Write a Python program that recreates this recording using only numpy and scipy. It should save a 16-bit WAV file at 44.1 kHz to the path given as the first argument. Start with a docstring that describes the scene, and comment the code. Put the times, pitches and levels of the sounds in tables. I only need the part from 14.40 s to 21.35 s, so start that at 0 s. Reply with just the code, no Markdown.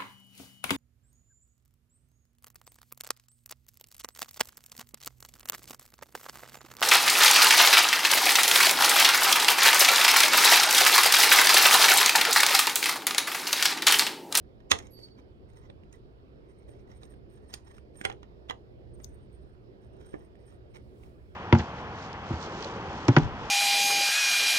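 """A door knob is gripped, turned and released close to a hand-held pair of microphones.
House hum, rumble and room tone lie under all. Early on the latch bolt snaps through the hollow door
and a spring squeaks faintly; the knob then slips and rubs in short bursts and clicks in its housing.
Past the middle the latch snaps and rebounds again, then come dull panel knocks and a thin snap on the
left; near the end a soft hiss swells at both ports, slightly louder on the left. A small room answers."""
import sys
import numpy as np
from scipy import signal
from scipy.fft import rfft, irfft, next_fast_len
from scipy.io import wavfile
from scipy.ndimage import uniform_filter1d

SR = 44100
rng = np.random.default_rng(int(sys.argv[2]) if len(sys.argv) > 2 else 0)


def generate_wav(signal):
    """Clip the signal to [-1, 1] and save it as 16-bit WAV at the path in sys.argv[1]."""
    frames = np.transpose(np.atleast_2d(signal))
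    scaled = np.clip(frames, -1, 1) * 32767
    pcm = np.round(scaled).astype(np.int16)
    wavfile.write(sys.argv[1], SR, pcm)


def level_to_linear(level):
    """Convert decibel levels to linear amplitude factors, elementwise."""
    exponent = np.asarray(level, float) / 20
    return 10 ** exponent


N = 306495

# Modes of door and latch together. Each row: frequency in Hz, relative level in dB,
# free ring time in seconds (to fall 60 dB), which each blow caps and shortens.
DOOR_MODES = [(98, -9, 0.6), (183, -14, 0.3), (357.8, 0, 0.12), (466, 1.5, 0.31), (694, -2, 0.14),
              (796, 1.5, 0.39), (1040, -5.5, 0.15), (1297, 1, .12), (1577, -8.5, 0.04), (1800, -0.5, .11),
              (2010, 3, .1), (2386, -11, .09), (2836, -12, 0.21), (2970, -4.5, 0.18), (4080, -0.5, .06),
              (4540, -18.5, 0.033), (5200, -19.5, .12), (6185, -10, 0.043), (6360, -9, 0.07),
              (6500, -11, 0.023), (7200, -27, .14), (8660, -15, 0.05), (9800, -34, 0.15),
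              (13113, -21.5, .07)]
# The knob slips a little way round. Each row: start in seconds, length in seconds,
# ringing level in dB, scraping level in dB, centre of the scrape in Hz; levels are ahead of the ports.
KNOB_SLIPS = [(0.418, .05, -83.5, -65, 2190), (0.564, .11, -80, -74.5, 2190),
              (0.773, .02, -92, -74.5, 2354), (1.085, 0.0574, -91, -80, 2120),
              (1.164, 0.0095, -74, -65.5, 1900), (1.204, 0.056, -96.5, -73.5, 1994),
              (1.524, 0.0379, -79.5, -71, 1990), (2.063, 0.054, -86.5, -80, 1994),
              (2.183, 0.046, -84.5, -80, 2260), (2.28, 0.037, -74.5, -72, 1800),
              (2.337, 0.071, -86.5, -76, 2230), (2.478, 0.051, -88, -68, 1900),
              (2.549, 0.021, -74, -71.5, 2220), (2.613, 0.046, -71, -66, 1735),
              (2.695, 0.026, -71.5, -73, 1870), (2.904, 0.064, -75.5, -71.5, 1710),
              (3.003, 0.079, -88, -78, 1820), (3.093, 0.071, -73.5, -65, 1907),
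              (3.25, 0.032, -69.5, -68, 1800), (3.3, 0.084, -77, -69.5, 1820),
              (3.543, 0.079, -74, -71.5, 1750), (4.541, 0.17, -81, -89, 2310),
              (4.71, 0.044, -76.5, -89.5, 2040), (4.8, 0.058, -89, -91.5, 2000),
              (4.915, 0.077, -83.5, -90.5, 1930), (5, 0.15, -92, -91.5, 1900),
              (5.417, 0.03, -83, -74.5, 1684), (5.527, .08, -87, -77.5, 1506),
              (5.603, .1, -78.5, -71.5, 1465), (5.714, 0.146, -84.5, -75.5, 1880),
              (5.983, 0.054, -89, -81, 1916), (6.056, 0.0777, -78.5, -74, 1800),
              (6.302, 0.065, -82.5, -86, 2150), (6.343, 0.0284, -76, -63, 2240),
              (6.626, 0.024, -95, -72.5, 2240)]


def even(x):
    """Scales to rms 1."""
    return x / np.sqrt(np.mean(x ** 2) + 1e-20)


def read(points, hz):
    """Reads a spectrum on a log-frequency axis."""
    f, value = np.transpose(points)
    return np.interp(np.log(hz + 1), np.log(f + 1), value)


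def colour(x, points):
    """Filters by a dB spectrum."""
    hz = np.fft.rfftfreq(len(x), 1 / SR)
    return irfft(rfft(x) * level_to_linear(read(points, hz)), len(x))


def resonate(x, hz, width):
    """Resonance of a given width in Hz: shifts hz down to zero, smooths and shifts back."""
    turn = np.exp(2j * np.pi * np.cumsum(hz * np.ones(len(x))) / SR)
    r = np.exp(-np.pi * width / SR)
    return 2 * (turn * signal.lfilter([1 - r], [1, -r], x / turn)).real


def band(hz, width):
    """Narrow noise: white noise through the same resonance twice, at rms 1."""
    return even(resonate(resonate(rng.standard_normal(N), hz, width), hz, width))


def level(table, column):
    """Turns one dB column into a gain curve, all but silent outside the table's times."""
    t, db, rows = np.arange(N) / SR, np.full(N, -140.), np.array(table)
    inside = (t >= rows[0, 0]) & (t <= rows[-1, 0])
    db[inside] = np.interp(t[inside], rows[:, 0], rows[:, column])
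    return uniform_filter1d(level_to_linear(db), size=200)


def left_port(hz):
    """Phase by which the left port leads the shared room tone at each frequency."""
    # Each row: frequency in Hz, lead in radians.
    port_turn = [(0, 0.17), (220, 0.18), (420, 0.43), (1400, 3.4), (3000, 2.6), (8500, 0.77), (13000, 0.13)]
    return np.exp(1j * read(port_turn, hz))


def room_tone():
    """Random short-time spectra in faint drifting patches, partly shared by both ports."""
    # Spectrum of the air. Each row: frequency in Hz, relative level in dB per Hz.
    air = [(15, -43.5), (25, -12), (49, -7), (70, -6), (87, -28), (117, -4), (153, -11), (212, -12),
           (326, -11.5), (384, -8), (734, -22), (818, -26), (5280, -46.5), (6210, -58), (16000, -63)]
    # Each row: frequency in Hz, left-right likeness from 0 to 1.
    air_same = [(60, 0.79), (150, 0.45), (300, 0.45), (450, 0.23), (750, 0.53), (1400, 0.62), (4000, 0.57),
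                (6000, 0.071), (15000, .02)]
    # Each row: frequency in Hz, left minus right in dB.
    air_lean = [(60, 2), (180, -1), (550, -3.5), (1650, -5), (4970, -11), (15000, -0.5)]
    frames, hz = N // 512 + 5, np.fft.rfftfreq(2048, 1 / SR)
    a, b, c, d, patches = rng.standard_normal((frames, 1025, 5)).T
    patches = uniform_filter1d(patches, size=20, axis=0)  # smooth over frequency
    patches = even(uniform_filter1d(patches, size=8, axis=1))  # and over time
    same = np.clip(read(air_same, hz), -1, 1)[:, None]
    right = a + 1j * b
    left = same * left_port(hz)[:, None] * right + np.sqrt(1 - same ** 2) * (c + 1j * d)
    lean_db = read(air_lean, hz) / 2
    lean_db = np.array([lean_db, -lean_db])[:, :, None]
    z = np.array([left, right]) * level_to_linear(lean_db + read(air, hz)[:, None] + 1.7 * patches)
    air_db = -54.5
    return level_to_linear(air_db) * even(signal.istft(z, nperseg=2048, noverlap=1536)[1][:, :N])


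def hum():
    """Narrow wavering tones of the house, alike at both ports."""
    # Each row: frequency in Hz, width in Hz, level in dB ahead of the port balance.
    hum_tones = [(58.6, 5, -63.5), (119, 8, -63), (207.5, 21, -70), (364.5, 41, -67)]
    return sum(level_to_linear(db) * band(hz, width) for hz, width, db in hum_tones)


def rumble():
    """Low noise bands that swell and sink, only partly shared by the ports."""
    # Each row: time in seconds, gain in dB for the summed bands.
    rumble_swell = [(0, -61.5), (.7, -68), (1.1, -59), (2.1, -66.5), (2.37, -57), (2.6, -59.5), (4.1, -64),
                    (4.75, -55.5), (5.3, -63), (6.6, -60), (6.95, -59)]
    own = np.array([band(77, 60), band(60, 40)])
    return level(rumble_swell, column=1) * (band(62, 45) + 1.8 * own)


def hiss():
    """Smooth broadband noise, a little weaker at the top, unrelated at the two ports."""
    # Each row: time in seconds, level in dB ahead of the port gains.
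    hiss_swell = [(6.42, -86), (6.53, -84), (6.64, -76), (6.78, -87.5), (6.95, -85)]
    # Each row: frequency in Hz, relative level in dB per Hz.
    hiss_tone = [(4000, -2), (6500, -4.5), (9500, -1), (12000, -8), (15500, -5.5)]
    noise = np.array([colour(side, hiss_tone) for side in rng.standard_normal((2, N))])
    return level(hiss_swell, column=1) * even(noise) * level_to_linear(np.array([[4], [2.5]]))


def squeak():
    """Two thin, fluttering tones of the spring as the latch settles: noise in narrow resonances."""
    # Each row: time in seconds, lower tone in Hz, its level in dB, upper tone's level in dB;
    # levels are ahead of the ports.
    spring = [(0.49, 4710, -118, -99), (0.516, 4639, -71.5, -61), (0.566, 4565, -68, -73),
              (0.596, 4564, -58, -76), (0.608, 4550, -61, -84), (0.645, 4519, -54.5, -81),
              (0.682, 4525, -66.5, -104), (0.83, 4493, -85.5, -107)]
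    s, hz = np.transpose(spring)[:2]
    noise = rng.standard_normal((2, N))
    lower_hz = np.interp(np.arange(N) / SR, s, hz)
    lower = even(resonate(noise[0], lower_hz, width=20))
    upper = even(resonate(noise[1], 11530, width=40))
    return level(spring, column=2) * lower + level(spring, column=3) * upper


def slips(column):
    """Gain of all slips for one dB column: quick rise, hold, exponential fade."""
    rise_s, fade_s = 0.023, 0.017  # length of the straight rise, time constant of the fade
    t, power = np.arange(N) / SR, np.zeros(N)
    for row in KNOB_SLIPS:
        since = t - row[0]
        rise = np.clip(since / rise_s + .5, 0, 1)  # halfway up at the start time
        fade = np.exp(-np.maximum(since - row[1], 0) / fade_s)
        power += (level_to_linear(row[column]) * rise * fade) ** 2
    return np.sqrt(power)


def rubbing():
    """Fine grit of the turning knob: scraping noise with a moving centre, and a thin metal ring."""
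    # The knob rings when rubbed. Each row: frequency in Hz, width in Hz, relative level in dB.
    knob_rings = [(8700, 17, -1), (13170, 90, -17.5), (6630, 75, -27.5)]
    # The shaft colours the scrape. Each row: frequency in Hz, width in Hz, relative level in dB.
    shaft_rings = [(3220, 124, -10), (3830, 99, -12.5), (5530, 250, -9), (6400, 67, -24.5)]
    # Spectrum of the scrape. Each row: frequency in Hz, relative level in dB per Hz.
    scrape_tone = [(500, -8), (900, 12), (1400, 1), (2000, 1), (3200, -8.5), (5500, -16), (7000, -18),
                   (10000, -65), (14000, -38.5), (16000, -31)]
    grain_db = 2.2 * np.repeat(rng.exponential(1, N // 64 + 1), 64)[:N]
    grit = rng.standard_normal(N) * level_to_linear(uniform_filter1d(grain_db, size=64))

    ring = sum(level_to_linear(db) * even(resonate(grit, hz, width)) for hz, width, db in knob_rings)
    catch_db = 4.5 * even(uniform_filter1d(rng.standard_normal(N), size=900))
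    ring *= level_to_linear(catch_db)  # the contact catches and lets go

    shaft = sum(level_to_linear(db) * even(resonate(grit, hz, width)) for hz, width, db in shaft_rings)
    start, length, _, _, centre_hz = np.transpose(KNOB_SLIPS)
    centre_hz = np.interp(np.arange(N) / SR, start + length / 2, centre_hz)
    centre = even(resonate(resonate(grit, centre_hz, 300), centre_hz, 300))
    scrape = even(even(colour(grit, scrape_tone)) + .45 * centre + 0.61 * shaft)
    pressure_db = 4.2 * even(uniform_filter1d(rng.standard_normal(N), size=500))  # wavers
    return slips(column=2) * ring + slips(column=3) * level_to_linear(pressure_db) * scrape


def blows(table, body, air_db, corner_hz, ping_db, ring, thud_db):
    """Each blow: a noise burst with a sharp contact, a ping of the struck spot, then the body's ring."""
    # Spectrum of the first contact. Each row: frequency in Hz, relative level in dB per Hz.
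    crack = [(60, -20), (300, 0), (800, 0), (1900, -6), (3100, -3.5), (4500, -12), (6600, -4.5),
             (7800, -18), (9000, -13), (11500, -26), (14200, -20), (16000, -35.5)]
    out, lead = np.zeros(N), 1024  # samples ahead of the contact
    t = (np.arange(6144) - lead) / SR
    after = np.maximum(t, 0)
    # each mode is a close group of five, which beat into a rough, dense ring
    hz, mode_db, t60 = np.repeat(np.transpose(body), repeats=5, axis=1)[:, :, None]
    spread_hz = np.minimum(.07 * hz, 120)
    damped_s = .8 * ring * np.minimum(t60, .22)  # the hand damps every mode
    rise = 1 - np.exp(-after / .0003)
    soft_edge = .16 * np.exp(-(t / .009) ** 2)
    snap_s = .0012 * ring
    sharp = after / snap_s * np.exp(1 - after / snap_s)
    contact = soft_edge + rise * (sharp + .1 * np.exp(-after / (0.0072 * ring)))
    thud = level_to_linear(thud_db) * np.sin(2 * np.pi * 80 * after) * np.exp(-after / .03)  # the whole leaf jolts
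    for s, middle_db, panel_db, metal_db, spot_hz in table:
        chance, noise = rng.standard_normal((len(hz), 3)), rng.standard_normal(len(t))
        uneven_db = 2.5 * chance[:, :1]
        mode_hz = hz + spread_hz * chance[:, 1:2]
        modes = np.sin(2 * np.pi * mode_hz * t + 3 * chance[:, 2:])
        modes = (level_to_linear(mode_db + uneven_db - 60 * after / damped_s) * modes).sum(0)
        ping = np.sin(2 * np.pi * spot_hz * after) * np.exp(-after / (0.00045 + 0.9 / spot_hz))
        sound = even(colour(noise, crack)) * contact
        sound += level_to_linear(-20.5) * rise * modes + level_to_linear(ping_db) * ping + thud
        sound *= signal.windows.tukey(len(t), .05)
        sound = colour(sound, [(550, panel_db), (1150, middle_db), (corner_hz, middle_db),
                               (2.0 * corner_hz, metal_db), (9200, metal_db),
                               (12000, metal_db + air_db)])
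        # the struck spot sets the colour
        sound = colour(sound, [(spot_hz / 1.2, -2.5), (spot_hz, 1.5), (spot_hz * 1.8, -2.5)])
        part = out[round(s * SR) - lead:][:len(t)]
        part += sound[:len(part)]
    return out


def edge_snap():
    """A thin bright snap: one short, treble-heavy blow on the door modes."""
    # Each row: time in seconds, middle, low panel and bright metal gains in dB, struck spot in Hz.
    snap_blows = [(4.6443, -66, -58.5, -41.5, 6070)]
    return blows(snap_blows, DOOR_MODES, air_db=10.5, corner_hz=2440, ping_db=5.0, ring=.4, thud_db=-15)


def knocks():
    """Dull knocks on the door panel: blows with little treble and a low struck spot."""
    # Each row: time in seconds, middle, low panel and bright metal gains in dB, struck spot in Hz.
    knock_blows = [(4.6004, -53.5, -50.5, -63, 251), (5.7406, -40, -32.5, -64.5, 327),
                   (5.7559, -59, -49, -74, 261)]
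    return blows(knock_blows, DOOR_MODES, air_db=-10, corner_hz=1900, ping_db=5, ring=.8, thud_db=-20)


def clicks():
    """The knob clicks in its housing: blows that ring the knob's own modes."""
    # Each row: time in seconds, middle, low panel and bright metal gains in dB, struck spot in Hz.
    click_blows = [(1.1, -72.5, -53, -69, 2014), (1.134, -69, -48, -71, 1690),
                   (1.3003, -49.5, -30, -70.5, 3786), (1.4349, -63, -52.5, -79, 2680),
                   (1.5274, -59, -50.5, -57, 6530), (2.2915, -65, -36, -67, 1660),
                   (2.6326, -53.5, -42.5, -60.5, 3970), (2.6542, -71, -51.5, -71, 6500),
                   (2.7388, -63, -47, -80, 1630), (3.1392, -34.5, -41.5, -33.5, 4450),
                   (3.3816, -55, -52.5, -65.5, 1286), (3.6126, -42.5, -33.5, -48.5, 1620),
                   (3.6515, -44, -51.5, -37.5, 8800), (4.5534, -80.5, -62.5, -78.5, 5930),
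                   (5.954, -66, -58, -79, 1776), (6.1242, -65, -52.5, -72, 1290),
                   (6.347, -57, -50.5, -68, 5600), (6.3564, -55.5, -53, -78, 4140),
                   (6.3674, -57.5, -44.5, -72, 2270), (6.6346, -62.5, -56, -69.5, 2210)]
    # The knob when struck. Each row: frequency in Hz, relative level in dB,
    # free ring time in seconds (to fall 60 dB), which each blow caps and shortens.
    knob_modes = [(670, -14, .12), (950, -18, .12), (1830, -1, .03), (2020, -8, .05), (2790, -12, .08),
                  (3150, -12, .08), (3900, -12, .06), (4870, -14, .04), (5500, -10, .05), (6900, -15, .045),
                  (8690, 9, .07), (10290, -24, .05), (13020, -8, .04)]
    return blows(click_blows, knob_modes, air_db=1.0, corner_hz=3350, ping_db=6.5, ring=0.97, thud_db=-31)


def latch():
    """The latch bolt snaps and rebounds: strong blows that ring door and latch together."""
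    # Each row: time in seconds, middle, low panel and bright metal gains in dB, struck spot in Hz.
    latch_blows = [(0.2034, -59, -55.5, -71.5, 930), (0.3143, -19, -25.5, -18, 6480),
                   (0.3166, -14.5, -18.5, -18, 3408), (0.329, -33, -36, -40.5, 961),
                   (0.3555, -45.5, -48.5, -48, 2040), (0.3879, -40, -49, -40.5, 6150),
                   (0.401, -46.5, -51.5, -61, 1940), (0.4698, -61, -59, -57.5, 6400),
                   (0.59, -61, -44, -64, 2965), (0.6847, -63, -45, -70, 2950),
                   (3.6506, -22.5, -23.5, -32.5, 1800), (3.699, -36.5, -34.5, -51, 763),
                   (3.716, -45.5, -51, -69.5, 2720), (3.7244, -49, -55, -55, 1800),
                   (3.8305, -50, -52, -62, 965), (4.0978, -30.5, -28.5, -43, 2990),
                   (4.1082, -33, -37, -44.5, 900)]
    return blows(latch_blows, DOOR_MODES, air_db=-3.5, corner_hz=3300, ping_db=3.5, ring=.8, thud_db=-18)


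def room(x):
    """Sparse taps of random sign, each band dying at its own speed, other taps for each port."""
    # Each row: frequency in Hz, time in seconds to fall 60 dB.
    room_decay = [(100, 0.95), (400, 0.51), (1000, 0.17), (3000, 0.14), (7000, 0.195), (15000, .12)]
    taps = np.zeros((2, SR // 2))
    at = np.arange(200, SR // 2 - 20, 20) + rng.integers(0, 20, (2, (SR // 2 - 201) // 20))
    np.put_along_axis(taps, at, rng.choice([-1., 1.], at.shape), 1)
    hz, t, z = signal.stft(taps, SR, nperseg=256)
    fading = z * level_to_linear(-60 * t / read(room_decay, hz)[:, None])
    tail = signal.istft(fading, SR, nperseg=256)[1]
    return signal.fftconvolve(x[None], tail / np.linalg.norm(tail[0]), axes=1)[:, :N]


def ports(left, right):
    """The left port hears near sounds with its own phase and colour, partly scattered over a few ms."""
    # Each row: frequency in Hz, radians by which the left port's direct path leads.
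    near_turn = [(0, 1.5), (200, 1.5), (450, 3.5), (1000, 3), (1900, 1.65), (3500, 2.7), (6000, 1.36),
                 (12000, 1.8)]
    # Each row: frequency in Hz, gain in dB that colours the left port.
    port_lean = [(100, -4), (500, 6), (1500, 5), (4000, -1), (12000, 0.84)]
    # What comes round the hand to the left port. Each row: frequency in Hz, share in dB.
    hand_scatter = [(700, -16.5), (2000, -9), (4000, -1), (12000, 0)]
    size = next_fast_len(N)
    hz = np.fft.rfftfreq(size, 1 / SR)
    t = np.arange(400) / SR
    scatter = rng.standard_normal(len(t)) * np.exp(-t / .002)
    scatter = rfft(scatter / np.linalg.norm(scatter), size) * level_to_linear(read(hand_scatter, hz))
    path = np.exp(1j * read(near_turn, hz)) + scatter
    left = irfft(rfft(left, size) * level_to_linear(read(port_lean, hz)) * path, size)[:N]
    return np.array([left, right])


def scene():
    """Door sounds near the right port, one snap near the left, their room, and the background."""
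    low = (hum() + rumble()) * level_to_linear(np.array([[-2.2], [1.8]]))
    background = room_tone() + low + hiss()
    door = squeak() + rubbing() + knocks() + clicks() + latch()
    snap = edge_snap()
    snap_left = level_to_linear(7) * snap
    snap_right = level_to_linear(-1) * np.roll(snap, round(.00075 * SR))  # reaches the right port later
    near = ports(level_to_linear(-4.0) * door + snap_left, level_to_linear(6.5) * door + snap_right)
    answer = level_to_linear(np.array([[-12], [-10]])) * room(door + snap)
    return near + answer + background


def low_pass(x):
    """Removes everything above the highest recorded frequency."""
    return signal.sosfilt(signal.butter(12, 16290, fs=SR, output="sos"), x)


def record(dry):
    """Soft clipping rounds off the loudest peaks near full scale."""
    clipped = dry / (1 + dry ** 6) ** (1 / 6)
    return low_pass(clipped)


dry = scene()
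out = record(dry)
generate_wav(out)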